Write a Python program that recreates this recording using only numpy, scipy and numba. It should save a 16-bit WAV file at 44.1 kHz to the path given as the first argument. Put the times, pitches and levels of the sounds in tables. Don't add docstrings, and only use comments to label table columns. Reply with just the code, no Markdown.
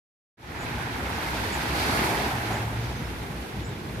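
import sys
import numpy as np
from scipy import signal
from scipy.fft import rfft, irfft
from scipy.io import wavfile
from numba import njit

SR = 44100
rng = np.random.default_rng(int(sys.argv[2]) if len(sys.argv) > 2 else 0)


def unload_wav(signal):
    wavfile.write(
        sys.argv[1],
        SR,
        np.round(np.clip(np.atleast_2d(signal).T, -1, 1) * 32767).astype(np.int16),
    )


N = 176400

# t/s, churn/dB, wash/dB, fizz/dB, spray/dB
WAVE_LEVELS = [(0.6, -39, -37, -46.5, -54.5), (0.8, -39.5, -36.5, -45.5, -54),
               (1.15, -37.5, -34.5, -43.5, -51), (1.45, -36.0, -34.5, -41.5, -48),
               (1.72, -35.5, -32.5, -41.5, -47), (1.8, -34.5, -31.0, -37, -42.5),
               (1.97, -31, -28.5, -38, -42), (2.07, -31.5, -29, -36.5, -41.5),
               (2.12, -32, -30, -40.5, -43.5), (2.25, -32.5, -32, -40, -46.5),
               (2.36, -38.5, -34, -43.0, -48.5), (2.54, -36, -34.5, -43, -50),
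               (2.67, -40.5, -38.5, -48.5, -54.0), (3.0, -41, -41.0, -49.5, -56.0),
               (3.45, -41, -43.5, -51, -56.5), (3.8, -40.5, -44.5, -51, -59), (4.0, -39.5, -44, -51, -56.5)]
# low/Hz, high/Hz, trim/dB, bubble rate/(1/s), bubbles re hiss/dB, life/cycles, flutter/dB
WAVE_REGISTERS = [(198, 636, -0.2, 600, -12.5, 10.9, 0), (590, 2685, -0.65, 1000, -7.5, 16.2, 0.15),
                  (2516, 7230, 1, 2200, -9, 9.6, 0.93), (6250, 15900, 0.5, 2900, -3.5, 2.5, 0.75)]
# f/Hz, relative density/dB
WATER_SPECTRUM = [(180, -0.5), (250, -0.5), (360, -0.5), (470, -3), (560, -6.5), (680, -2.5), (850, -0.5),
                  (1000, -1.5), (1150, -4), (1600, -2), (2300, -7.5), (2900, -12.5), (3500, -13.5),
                  (4400, -17), (5500, -21), (7500, -26.5), (10500, -24), (13000, -25.5), (15000, -28.5)]
# f/Hz, correlation/1
WATER_CORRELATION = [(150, 0.92), (350, 0.92), (520, 0.47), (850, 0.64), (1050, -0.066), (1250, -0.2),
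                     (1750, -0.28), (2350, 0.55), (2800, -0.013), (8000, -0.02)]
# f/Hz, left minus right/dB
WATER_BALANCE = [(700, 0), (1000, -0.5), (1900, -6), (2600, -4), (3000, 0), (4000, -1), (6300, -2.5),
                 (7700, 2.5), (9000, 2), (12300, 4.5), (14000, 0)]
# t/s, level/dB
WIND_LEVELS = [(.45, -36), (.6, -33.5), (1.0, -35), (1.45, -34.5), (1.75, -32.5), (2.0, -32), (2.25, -35),
               (2.7, -35.5), (3.0, -33), (3.37, -36.5), (3.44, -40), (3.5, -40), (3.59, -33.5),
               (3.78, -37.5), (4.0, -33)]
# f/Hz, relative density/dB
WIND_SPECTRUM = [(20, -27), (36, -14.5), (48, -12), (60, 4.5), (76, -1), (100, -0.5), (140, -3), (190, -7),
                 (250, -11), (400, -60)]
# t/s, length/s, start f/Hz, end f/Hz, level/dB, rasp share/1
BIRD_NOTES = [(0.58, 0.07, 7040, 6820, -52, .35), (0.6, 0.047, 7850, 7740, -54, .35),
              (1.508, .07, 7120, 6950, -47, .35), (1.52, .04, 7850, 7780, -49, .35),
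              (2.517, .048, 7070, 6950, -49, .35), (2.55, .04, 7880, 7900, -57, .4),
              (2.95, 0.062, 6400, 5800, -55.5, .4), (3.035, 0.058, 5550, 4900, -54, .3),
              (3.62, 0.07, 6930, 7050, -54.5, .25), (3.634, 0.036, 5200, 5220, -56.5, .5),
              (3.645, .06, 7850, 7780, -56, .25), (3.68, 0.045, 3900, 3780, -56, .85),
              (3.726, 0.036, 3520, 3350, -52, .8)]
# t/s, level/dB
CREST_LEVELS = [(0, -80), (.9, -66), (1.25, -50), (1.65, -46), (1.8, -39.5), (2.0, -40), (2.3, -50),
                (2.7, -80)]
# t/s, gain/dB, f/Hz
SLAP_EVENTS = [(1.265, -33.5, 2100), (1.335, -33.5, 860), (1.55, -27, 850), (2.183, -30.5, 885),
               (2.238, -28.5, 950), (2.503, -27, 785), (2.535, -33, 1580), (2.887, -35.5, 860),
               (3.22, -40, 840)]
# t/s, level/dB
GURGLE_LEVELS = [(1.85, -66), (2.1, -33), (2.27, -41), (2.4, -41.5), (2.54, -37), (2.7, -47), (3.0, -61),
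                 (4.0, -60)]
# t/s, f/Hz, level/dB
TONE_COURSE = [(2.27, 133, -50), (2.33, 123, -36.5), (2.42, 118, -35.5), (2.48, 112, -36.5),
               (2.6, 110, -34), (2.72, 112, -35), (2.8, 115, -32), (2.91, 127, -39), (2.98, 133, -40),
               (3.03, 136, -56)]

TIME_S = np.arange(N) / SR
BINS_HZ = np.maximum(np.arange(N // 2 + 1) * SR / N, 1)
SIDES = np.array([[1], [-1]])


def undb(db):
    return 10 ** (np.asarray(db) / 20)


def unit(x):
    return x / np.sqrt(np.mean(x ** 2))


def over_time(table, column=1):
    rows = np.array(table, float)
    return np.interp(TIME_S, rows[:, 0], rows[:, column])


def over_bins(table):
    rows = np.array(table, float)
    return np.interp(np.log(BINS_HZ), np.log(rows[:, 0]), rows[:, 1])


def drift(rate_hz):
    return unit(irfft(rfft(rng.standard_normal(N)) / (1 + (2 * BINS_HZ / rate_hz) ** 2), N))


def resonance(x, hz, width_hz):
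    return unit(irfft(rfft(x) / (1 + 1j * (BINS_HZ / hz - hz / BINS_HZ) * hz / width_hz), N))


@njit
def ring_bubbles(starts, hz, cycles, amplitude, rise):
    out = np.zeros(N)
    for k in range(len(starts)):
        length, phase = cycles[k] * SR / hz[k], 0.
        for i in range(min(int(length) + 1, N - starts[k])):
            phase += 2 * np.pi * hz[k] / SR * (1 + rise * i / length)
            out[starts[k] + i] += amplitude[k] * np.exp(-5 * i / length) * np.sin(phase)
    return out


def bubbles(low_hz, high_hz, per_s, cycles):
    count = int(per_s * N / SR)
    starts = rng.integers(0, N, count)
    hz = rng.uniform(.8 * low_hz, high_hz, count)
    life_cycles = cycles * rng.uniform(.5, 1.5, count)
    amplitude = np.sqrt(hz)
    return unit(ring_bubbles(starts, hz, life_cycles, amplitude, rise=.16))


def wave():
    out = 0
    surge_db = .23 * drift(3.3)
    correlation = over_bins(WATER_CORRELATION)
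    colour = undb(over_bins(WATER_SPECTRUM) + SIDES * over_bins(WATER_BALANCE) / 2)
    for k, (low_hz, high_hz, trim_db, per_s, bubble_db, cycles, flutter_db) in enumerate(WAVE_REGISTERS):
        mid, side = (rfft(rng.standard_normal(N) + undb(bubble_db) * bubbles(low_hz, high_hz, per_s, cycles))
                     for _ in range(2))
        stereo = mid * np.sqrt(1 + correlation) + SIDES * side * np.sqrt(1 - correlation)
        band = 1 / np.sqrt((1 + (low_hz / BINS_HZ) ** 12) * (1 + (BINS_HZ / high_hz) ** 12))
        water = irfft(stereo * colour * band, N)
        level_db = over_time(WAVE_LEVELS, column=k + 1) + trim_db + surge_db + flutter_db * drift(35)
        out = out + water / np.std(water.mean(0)) * undb(level_db)
    return out


def wind(trim_db=-.5, side_db=-16.5, buffet_db=.25):
    colour = undb(over_bins(WIND_SPECTRUM))
    mid, side = (unit(irfft(rfft(rng.standard_normal(N)) * colour, N)) for _ in range(2))
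    level_db = over_time(WIND_LEVELS) + trim_db + buffet_db * drift(33)
    return (mid + undb(side_db) * side * SIDES) * undb(level_db)


def birds(rasp_hz=420, echo_db=-7, echo_decay_s=.035, pan_left_db=2):
    song = 0
    waver = 1 + .005 * drift(186)
    grit = (drift(rasp_hz) + 1j * drift(rasp_hz)) / np.sqrt(2)
    for start_s, length_s, from_hz, to_hz, level_db, rasp in BIRD_NOTES:
        progress = np.clip((TIME_S - start_s) / length_s, 0, 1)
        hz = (from_hz + (to_hz - from_hz) * progress) * waver
        note = (np.sqrt(1 - rasp) + np.sqrt(rasp) * grit) * np.exp(2j * np.pi * np.cumsum(hz) / SR)
        song = song + undb(level_db) * np.sqrt(2) * np.sin(np.pi * progress) * note.imag
    tail = rng.standard_normal((2, N)) * np.exp(-TIME_S / echo_decay_s)
    echo = signal.fftconvolve(song[None], unit(tail) / np.sqrt(N), axes=1)[:, :N]
    return (song + undb(echo_db) * echo) * undb(SIDES * pan_left_db / 2)


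def crest(hz=4430, stage_width_hz=1350):
    hiss = [resonance(resonance(noise, hz, stage_width_hz), hz, stage_width_hz)
            for noise in rng.standard_normal((2, N))]
    return np.array(hiss) * undb(over_time(CREST_LEVELS))


def slaps(attack_s=.0058, decay_s=.027, width_hz=150):
    out = 0
    for start_s, gain_db, hz in SLAP_EVENTS:
        age_s = np.maximum(TIME_S - start_s, 0)
        envelope = (1 - np.exp(-age_s / attack_s)) * np.exp(-age_s / decay_s)
        air = resonance(rng.standard_normal(N), hz, width_hz)
        out = out + air * undb(gain_db) * envelope
    return out


def gurgle(hz=833, width_hz=189):
    cloud = bubbles(hz - width_hz, hz + width_hz, per_s=350, cycles=22)
    return resonance(cloud, hz, width_hz) * undb(over_time(GURGLE_LEVELS))


def low_tone(waver=.007, flutter_db=.7):
    hz = over_time(TONE_COURSE) * (1 + waver * drift(35))
    level_db = over_time(TONE_COURSE, column=2) + flutter_db * drift(25)
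    gate = (TIME_S > TONE_COURSE[0][0]) & (TIME_S < TONE_COURSE[-1][0])
    return np.sqrt(2) * np.sin(2 * np.pi * np.cumsum(hz) / SR) * undb(level_db) * gate


def swash(peak_s=2.864, sigma_s=.078, peak_db=-46):
    swell = undb(peak_db) * np.exp(-.5 * ((TIME_S - peak_s) / sigma_s) ** 2)
    clouds = [bubbles(low_hz=1800, high_hz=6500, per_s=3000, cycles=6.7) for _ in range(2)]
    return swell * np.array([resonance(cloud, hz=3580, width_hz=2600) for cloud in clouds])


def scene():
    return wave() + wind() + birds() + crest() + slaps() + gurgle() + low_tone() + swash()


def record(dry, silence_s=.37, fade_s=.29, cutoff_hz=15400):
    fade = np.clip((TIME_S - silence_s) / fade_s, 0, 1) ** .92
    lowpass = signal.ellip(10, .2, 80, cutoff_hz, fs=SR, output="sos")
    return signal.sosfilt(lowpass, dry * fade)


dry = scene()
out = record(dry)
unload_wav(out)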